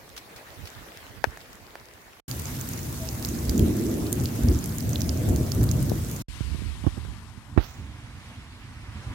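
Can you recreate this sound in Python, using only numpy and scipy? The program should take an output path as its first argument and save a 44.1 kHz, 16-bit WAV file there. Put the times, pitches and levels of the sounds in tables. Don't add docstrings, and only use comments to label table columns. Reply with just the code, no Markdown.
import sys
import numpy as np
from scipy import signal
from scipy.fft import rfft, irfft
from scipy.io import wavfile
from scipy.ndimage import uniform_filter1d

SR = 44100
rng = np.random.default_rng(int(sys.argv[2]) if len(sys.argv) > 2 else 0)


def master_out(mix):
    frames = np.transpose(np.atleast_2d(mix))
    ceiling = np.clip(frames, -1, 1)
    pcm = np.round(ceiling * 32767).astype(np.int16)
    wavfile.write(sys.argv[1], SR, pcm)


N = 403074
TIME_S = np.arange(N) / SR

STREET_S, WALL_S, PARK_S = (0, 2.203), (2.281, 6.222), (6.284, 9.2)
STREET_BREEZE_DB, WALL_BREEZE_DB, PARK_BREEZE_DB = -58.5, -34, -45.5
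LIFT_S = 7.565
GAP_SHUT_HZ, GAP_OPEN_HZ, GAP_OPENING_S = 3100, 6700, 0.085
SWISH_DB, SWISH_RISE_S, RASP_DB, RASP_RISE_S = -47.5, 0.1, -38.5, 0.045
PORT_HZ, PORT_WIDTH_HZ, PORT_RING_GAIN = 6620, 640, 2.86
RAIN_DB, RAIN_FADE_DB_PER_S = -39, 0.45
WASH_DB, ROAR_DB, HISS_DB, ROAR_FADE_IN_S = -51, -55, -53.5, 0.068
DIP_S, DIP_WIDTH_S, DIP_DB = 1.212, 0.025, -18

# (time [s], half-width [s], gain [dB])
GUSTS = [(.62, 0.03, -37.5), (.79, 0.025, -47), (1.18, 0.13, -48.5), (3.635, 0.068, -26),
         (3.95, 0.57, -34.5), (4.21, 0.039, -29), (4.48, 0.063, -26.5), (4.88, 0.03, -27.5),
         (5.05, 0.27, -27.5), (5.315, 0.035, -20.5), (5.415, 0.035, -24), (5.61, 0.039, -20.5),
         (5.75, 0.17, -21.5), (6.765, 0.017, -44), (7.07, 0.05, -44), (7.38, 0.014, -44),
         (7.53, 0.022, -43), (7.815, 0.033, -37.5), (7.94, 0.043, -42.5), (8.97, 0.044, -43),
         (9.12, 0.053, -39)]
BUFFETS = [(3.495, 0.019, -24), (3.605, 0.029, -21), (4.485, 0.045, -17.5), (5.32, 0.036, -22.5),
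           (5.615, 0.019, -36)]
# (frequency [Hz], level [dB])
BREEZE_SPECTRUM = [(15, -56), (28, -55), (45, -29), (65, 14), (115, -0.5), (175, -11.5), (230, -3.5),
                   (330, -17.5), (500, -29), (1200, -59)]
RUMBLE_SPECTRUM = [(25, -44), (40, -23), (60, 5.5), (90, 5), (122, 8), (150, 2.5), (185, -3.5), (240, -7.5),
                   (330, -16.5), (500, -24.5), (1200, -64)]
BUFFET_SPECTRUM = [(25, -33), (40, -20), (58, 0.5), (78, 0), (110, -15), (400, -31.5), (1200, -75)]
EDDY_SPECTRUM = [(100, -12.5), (185, -5.5), (242, 4.5), (280, -2.5), (321, -0.5), (385, -8), (470, -13),
                 (540, -25), (680, -27.5), (900, -73)]
RUSH_SPECTRUM = [(250, -52), (480, 10), (650, 10), (850, -2.5), (1500, -42)]
# (time [s], gain [dB])
EDDY_GAIN = [(3.1, -7.5), (3.62, 5), (4.05, 4.5), (4.25, -4), (4.48, 1), (4.9, -9), (5.3, -2.5), (5.45, -6),
             (5.7, -12), (6.2, -4)]
RUSH_GAIN = [(2.3, -35.5), (3.1, -29), (3.7, -25), (4.43, -26), (4.65, -33), (5.3, -24), (5.65, -28.5),
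             (6.2, -34)]

# (time [s], gain [dB], nominal pitch [Hz], left share [0-1], scuff [dB])
BUMPS = [(1.269, -23, 100, 0, -25), (6.284, -18, 60, 0, -26), (6.407, -9, 95, 0, -22),
         (6.545, -16, 130, 0, -7), (6.62, -16, 130, 0, -12), (6.838, -13, 130, 0, -2),
         (6.8655, -.5, 86, 0, -4), (6.971, -13, 150, 0, -2), (7.374, -26, 120, 0, -15),
         (7.563, -19, 80, 0, -1), (7.575, -.5, 78, .03, -6.5)]
# (time [s], left [dB], right [dB], rebound [0-1], tilt [dB/octave])
TAPS = [(1.2418, 4, -19, .5, 0), (1.3732, -29, -25, 0, 1.5), (1.7552, -28.5, -22, 0, 1.5)]
# (time [s], half-width [s], gain [dB])
STROKES = [(6.525, 0.046, -25.5), (6.64, 0.052, -26), (6.72, 0.4, -34), (7.04, 0.063, -34)]
# (time [s], seal [0-1])
FINGER_SEAL = [(6.28, 1), (7.565, 1), (7.605, 0)]
# (frequency [Hz], level [dB])
TAP_SPECTRUM = [(60, -45), (230, -20), (370, 3), (850, 1), (1200, -7), (1700, 0), (2100, -8), (2400, -11),
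                (3000, -20), (5200, -20), (8000, -33), (15000, -31)]
SCUFF_SPECTRUM = [(40, -8), (340, 2), (540, -12), (900, -9), (1400, -17), (2300, -23), (4500, -40),
                  (9000, -58), (16000, -66)]
RASP_SPECTRUM = [(100, -22), (600, -2), (1800, -8), (4000, -10), (9000, -45)]
# (frequency [Hz], gain [dB])
COVERED_AIR_EQ = [(200, -10), (600, -8), (1000, -1.5), (2200, -10), (2700, -31), (5000, -35), (16000, -43)]
COVERED_BUMP_EQ = [(150, -3.5), (270, 0), (700, -6), (1500, -10), (2300, -17), (6000, -16)]

# (time [s], gain [dB], ping [Hz], treble [dB])
DRIPS = [(2.313, -27, 4500, 1), (2.396, -31, 6700, 22), (2.456, -38, 6400, -17), (2.612, -28, 6950, 5),
         (2.689, -27, 7000, 20), (2.735, -34, 6360, -3), (2.927, -33, 7000, 20), (3.089, -30, 5200, -7),
         (3.226, -31.5, 5000, -1), (3.249, -22.5, 4870, 3), (3.257, -28, 6420, 13),
         (3.288, -30.5, 5900, 2.5), (3.495, -23, 5200, 0.5), (3.579, -28, 6650, 4), (3.594, -26, 3140, 7),
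         (4.068, -38, 4420, -12), (4.128, -18, 9800, 1), (4.243, -31, 12400, 4), (4.257, -27, 4400, -4),
         (4.486, -32.5, 5140, -24), (4.589, -36, 6500, -2), (4.641, -28.5, 5570, 5), (4.659, -29, 7770, 16),
         (4.784, -27.5, 8300, 2.5), (4.806, -32, 6850, 22), (4.893, -31, 8400, 1), (4.932, -32, 5830, -14),
         (4.958, -25.5, 3700, -12), (5.007, -30.5, 5500, -2), (5.018, -26.5, 5400, -2),
         (5.093, -27, 4900, -12), (5.289, -31, 6510, 19), (5.361, -29, 5370, 7), (5.519, -25.5, 5000, -0.5),
         (5.549, -31, 6400, 17), (5.632, -31, 7300, 9), (5.639, -28, 5600, 10), (5.69, -31, 4370, -11),
         (5.714, -27.5, 6000, 4), (5.828, -30.5, 10500, -4), (5.897, -29, 5560, 4.5),
         (6.114, -32, 6000, 22), (6.164, -37, 6400, 2)]
# (time [s], gain [dB], t60 [s])
SPLASHES = [(.165, -38, 0.082), (0.177, -34, 0.057), (.361, -42.5, 0.14), (.655, -42, .08),
            (0.673, -36, 0.04), (0.973, -36, 0.013), (1.53, -41, 0.027)]
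# (frequency [Hz], level [dB])
RAIN_SPECTRUM = [(100, 0), (500, 8.5), (900, 8), (1700, 4.5), (2900, 0.6), (5000, -1), (6700, 0.5),
                 (8200, 1), (10600, 1.5), (13000, 4.5), (16000, 0.5)]
SPLASH_SPECTRUM = [(500, 3), (2000, 9.6), (5500, 9.4), (8500, 0.5), (15000, 1)]
WASH_SPECTRUM = [(30, 5), (200, 3.5), (380, 6), (700, 5), (1300, 1), (1900, 2.5), (2800, -3.5), (6500, -9),
                 (8500, -12), (14000, -10), (16000, -12.5)]
ROAR_SPECTRUM = [(100, -5), (430, -10), (750, -3.5), (1000, 0.5), (1400, -4), (2000, -8.5), (4000, -49)]
HISS_SPECTRUM = [(300, -29), (1000, -5.5), (1600, -1), (2200, 2.5), (4000, 0), (6500, -5), (9300, -5.5),
                 (13000, -15.5), (16000, -28)]
# (frequency [Hz], gain [dB])
RAIN_RIGHT_EQ = [(2000, 0), (3500, 1), (6800, 4.5), (8000, -1), (12000, -3), (16000, -2)]
PARK_RIGHT_EQ = [(400, 4.5), (1000, -2), (2200, 5), (4500, -2.5), (7000, -4), (8200, -16), (12000, -18),
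                 (16000, -13)]
# (time [s], half-width [s], gain [dB])
STREET_CAR = [(.8, 0.64, -48)]
# (time [s], half-width [s], roar [dB], wet hiss [dB])
FAR_CARS = [(6.42, 0.33, -59, -43.5), (6.95, 0.25, -57, -48.5), (7.38, 0.57, -57, -76),
            (8.27, 0.1, -58, -55.5), (9.15, 0.22, -50, -53.5)]
# (time [s], length [s], pitch [Hz], peak [dB])
HOOTS = [(2.98, .12, 645, -40.5), (5.16, .1, 490, -39)]


def wall_wind():
    wind = swells(GUSTS, WALL_BREEZE_DB)
    rumble = air(RUMBLE_SPECTRUM, 0.93, 680, 0.54, size=4096) * wind
    buffet = air(BUFFET_SPECTRUM, 1.0, 300, 0.7, size=4096) * swells(BUFFETS)
    eddies = air(EDDY_SPECTRUM, 1.0, 434, 1.47, lag_ms=0.035, size=4096)
    eddies *= wind * gain_of(curve(EDDY_GAIN)) * ports(-0.68, 0.28)
    rush = air(RUSH_SPECTRUM, 0.35, 700, 2.1) * wind ** 0.68 * gain_of(curve(RUSH_GAIN))
    return rumble + buffet + eddies + rush


def bumps():
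    out, t = np.zeros((2, N)), TIME_S[:8192]
    knock = np.roll(click(SCUFF_SPECTRUM, size=len(t)), round(SR / 2000))
    drag = pulse(t / .0055) ** 2 + .17 * decay(t, .15)
    press = 1 - np.exp(-(t / .0007) ** 2)
    for s, db, hz, left_share, scuff_db in BUMPS:
        covered = PARK_S[0] <= s < LIFT_S
        cycles = hz * (.48 * t + .0105 * (1 - np.exp(-t / .008)))
        thud = np.sin(2 * np.pi * cycles) * decay(t, 6.5 / hz)
        grit = rng.standard_normal(len(t)) * flutter(300, 4)[:len(t)]
        slip = .055 if covered else .12
        scuff = slip * unit_rms(colour(grit, SCUFF_SPECTRUM) * drag) - knock
        bump = press * (thud + gain_of(scuff_db) * scuff)
        if covered:
            bump = colour(bump, COVERED_BUMP_EQ)
        add(out, s, gain_of(db) * np.array([[left_share], [1 - left_share]]) * bump)
    return out


def taps():
    out = np.zeros((2, N))
    for s, left_db, right_db, rebound, tilt_db in TAPS:
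        spectrum = [(hz, db + tilt_db * np.log2(hz)) for hz, db in TAP_SPECTRUM]
        tap, gain = click(spectrum), ports(left_db, right_db)
        rattle = unit_rms(colour(rng.standard_normal((2, len(tap))), spectrum))
        add(out, s, gain * (tap + .13 * rattle * decay(TIME_S[:len(tap)], .035)))
        add(out, s + 0.00116, gain * rebound * tap)
    return out


def strokes():
    return air(BUFFET_SPECTRUM, 0, 100, 0.68, size=4096) * swells(STROKES) * ports(-29, 0)


def finger_slide():
    hiss, since_s = rng.standard_normal(N), np.maximum(TIME_S - LIFT_S, 0)
    gap_hz = GAP_OPEN_HZ + (GAP_SHUT_HZ - GAP_OPEN_HZ) * np.exp(-since_s / GAP_OPENING_S)
    low = resonate(resonate(hiss, gap_hz, 2500), gap_hz, 2500)
    high = resonate(resonate(hiss, 2.6 * gap_hz, 4200), 2.6 * gap_hz, 4200)
    swish = unit_rms((low + .5 * high) * flutter(120, 2.5))
    swish *= gain_of(SWISH_DB) * pulse(since_s / SWISH_RISE_S) ** 2.5
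    rasp = unit_rms(colour(rng.standard_normal(N), RASP_SPECTRUM) * flutter(250, 3))
    rasp *= gain_of(RASP_DB) * pulse(since_s / RASP_RISE_S) ** 2
    return (swish + rasp) * [[0], [1]]


def drips():
    out, t = np.zeros((2, N)), TIME_S[:2048]
    for s, db, hz, treble_db in DRIPS:
        rise_cycles = .6 + 1 / (1 + gain_of(treble_db + 14))
        slap = np.sin(2 * np.pi * hz * t) * pulse(t * hz / rise_cycles)
        spatter = signal.lfilter(slap[:64], 1, rng.standard_normal((2, len(t)))) / np.linalg.norm(slap)
        ping = slap + spatter * (.36 * decay(t, .011) + .045 * decay(t, .06))
        tick = np.diff(colour(rng.standard_normal((2, len(t) + 1)), RAIN_SPECTRUM))
        tick *= decay(t, .008) + .1 * decay(t, .04)
        treble = gain_of(treble_db)
        drop = ping * ports(3, 9.65) + treble * tick * gain_of(-0.5)
        drop[1] += PORT_RING_GAIN * resonate(drop[1], np.full(len(t), PORT_HZ), PORT_WIDTH_HZ)
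        add(out, s, gain_of(db) * drop / np.sqrt(1 + treble ** 2))
    return out


def pop(s=5.9185, hz=370, peak_db=-11):
    phase = 2 * np.pi * hz * (TIME_S - s)
    return gain_of(peak_db) * phase * np.exp((1 - phase ** 2) / 2) * [[1], [0]]


def rain():
    fizz = air(RAIN_SPECTRUM, 0.08, 1030, 1.9) * flutter(65, 0.41)
    fizz += gain_of(-10) * patter(300, 4.2, 7700, 14300, 0.9)
    fizz[1] = colour(fizz[1], RAIN_RIGHT_EQ)
    fizz *= gain_of(RAIN_DB - RAIN_FADE_DB_PER_S * (TIME_S - WALL_S[0]))
    trickle = gain_of(-53) * patter(70, 2.6, 4800, 7800, 2.8) * ports(-5, 2)
    return fizz + trickle


def splashes():
    out, t = np.zeros((2, N)), TIME_S[:4096]
    for s, db, t60_s in SPLASHES:
        spray = unit_rms(colour(rng.standard_normal((2, len(t))), SPLASH_SPECTRUM))
        add(out, s, gain_of(db) * spray * decay(t, t60_s))
    return out


def street_wash():
    wash = air(WASH_SPECTRUM, 0.93, 550, 2.17) + gain_of(-11.5) * patter(400, 6.7, 860, 7600, 0.96)
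    return wash * swells(STREET_CAR, WASH_DB)


def street_breeze():
    return air(BREEZE_SPECTRUM, 0.63, 300, 2.8) * swells(GUSTS, STREET_BREEZE_DB) * ports(-16.0, 3.3)


def park_breeze():
    return air(BREEZE_SPECTRUM, 0.94, 900, 1.86) * swells(GUSTS, PARK_BREEZE_DB) * ports(0.27, 4.0)


def far_traffic():
    roar = air(ROAR_SPECTRUM, 0.74, 3000, 0.89, lag_ms=-0.072) * swells(FAR_CARS, ROAR_DB)
    hiss = air(HISS_SPECTRUM, 0.68, 3200, 1.3, lag_ms=-0.16) * swells(FAR_CARS, HISS_DB, db_column=3)
    left, right = roar * np.clip((TIME_S - PARK_S[0]) / ROAR_FADE_IN_S, 0, 1) + hiss
    right = colour(right, PARK_RIGHT_EQ)
    seal = curve(FINGER_SEAL)
    return np.array([left, seal * colour(right, COVERED_AIR_EQ) + (1 - seal) * right])


def hoots():
    out = np.zeros(N)
    for s, length_s, hz, db in HOOTS:
        progress = np.clip((TIME_S - s) / length_s, 0, 1)
        cycles = np.cumsum(hz * flutter(90, .18)) / SR
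        out += gain_of(db) * np.sin(np.pi * progress) ** 2 * np.sin(2 * np.pi * cycles)
    return out


def air(spectrum, coherence, coherent_below_hz, patchy_db, lag_ms=0, size=1024):
    hz = np.fft.rfftfreq(size, 1 / SR)
    a, b, c, d, patches = rng.standard_normal((5, 4 * N // size + 5, len(hz)))
    patches = unit_rms(uniform_filter1d(uniform_filter1d(patches, size=6, axis=0), size=16, axis=1))
    shared = coherence / (1 + (hz / coherent_below_hz) ** 4)
    left, independent = a + 1j * b, c + 1j * d
    right = shared * left * np.exp(2j * np.pi * hz * lag_ms / 1000)
    right += np.sqrt(1 - shared ** 2) * independent
    frames = np.array([left, right]) * gain_of(db_at(spectrum, hz) + patchy_db * patches)
    _, noise = signal.istft(frames.swapaxes(1, 2), nperseg=size, noverlap=size - size // 4)
    return unit_rms(noise[:, :N])


def patter(per_s, spread_db, low_hz, high_hz, decay_cycles, bands=24):
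    out, t = np.zeros((2, N)), TIME_S[:256]
    for k, hz in enumerate(np.geomspace(low_hz, high_hz, bands)):
        at, size, sign = rng.random((3, 2000))[:, :int(per_s * N / SR / bands)]
        hits = np.zeros(N)
        hits[(at * N).astype(int)] = np.sign(sign - .5) * gain_of(spread_db * np.minimum(-np.log(size), 4))
        ping = np.sin(2 * np.pi * hz * t) * np.exp(-t * hz / decay_cycles) * np.sqrt(hz)
        pings = signal.oaconvolve(hits, ping)[:N]
        out[k % 2] += pings
        out[1 - k % 2] += 0.096 * np.roll(pings, k)
    return unit_rms(out)


def click(spectrum, size=2048):
    log_gain = np.log(gain_of(db_at(spectrum, abs(np.fft.fftfreq(size, 1 / SR)))))
    wave = np.fft.ifft(np.exp(np.conj(signal.hilbert(log_gain)))).real
    return wave / abs(wave).max()


def resonate(x, hz, width_hz):
    carrier, pole = np.exp(2j * np.pi * np.cumsum(hz) / SR), np.exp(-np.pi * width_hz / SR)
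    return 2 * (carrier * signal.lfilter([1 - pole], [1, -pole], x / carrier)).real


def colour(x, spectrum):
    size = x.shape[-1]
    return irfft(rfft(x) * gain_of(db_at(spectrum, np.fft.rfftfreq(size, 1 / SR))), size)


def db_at(spectrum, hz):
    knots_hz, db = np.transpose(spectrum)
    return np.interp(np.log(hz + 1), np.log(knots_hz + 1), db)


def swells(rows, steady_db=-np.inf, db_column=2):
    power = sum((gain_of(row[db_column]) * bell(row[0], row[1] * np.sqrt(2))) ** 2 for row in rows)
    return np.sqrt(gain_of(steady_db) ** 2 + power)


def flutter(per_s, depth_db):
    return gain_of(depth_db * np.interp(TIME_S * per_s, np.arange(2000), rng.standard_normal(2000)))


def gate(span_s):
    return uniform_filter1d(((TIME_S >= span_s[0]) & (TIME_S < span_s[1])).astype(float), size=128)


def curve(rows):
    return np.interp(TIME_S, *np.transpose(rows))


def bell(s, width_s):
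    return np.exp(-((TIME_S - s) / width_s) ** 2)


def pulse(age):
    return age * np.exp(1 - age)


def decay(t, t60_s):
    return np.exp(-np.log(1000) * t / t60_s)


def gain_of(db):
    return 10 ** (np.asarray(db) / 20)


def ports(left_db, right_db):
    return gain_of([[left_db], [right_db]])


def unit_rms(x):
    return x / np.sqrt(np.mean(x ** 2) + 1e-20)


def add(mix, s, sound):
    part = mix[:, round(s * SR):][:, :sound.shape[1]]
    part += sound[:, :part.shape[1]]


def scene():
    street = street_wash() + street_breeze() + splashes()
    wall = rain() + wall_wind() + drips() + hoots() + pop()
    park = far_traffic() + park_breeze() + strokes()
    out = street * gate(STREET_S) + wall * gate(WALL_S) + park * gate(PARK_S)
    out += taps() + bumps() + finger_slide()
    out[0] *= gain_of(DIP_DB * bell(DIP_S, DIP_WIDTH_S))
    return out


def record(dry, low_hz=36, high_hz=16050, ceiling=1.1):
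    thinned = signal.sosfilt(signal.butter(4, low_hz, "high", fs=SR, output="sos"), dry)
    rounded = thinned / (1 + (thinned / ceiling) ** 6) ** (1 / 6)
    lowpass = signal.firwin(511, high_hz, window=("kaiser", 9), fs=SR)
    return signal.oaconvolve(rounded, lowpass[None], "same")


dry = scene()
out = record(dry)
master_out(out)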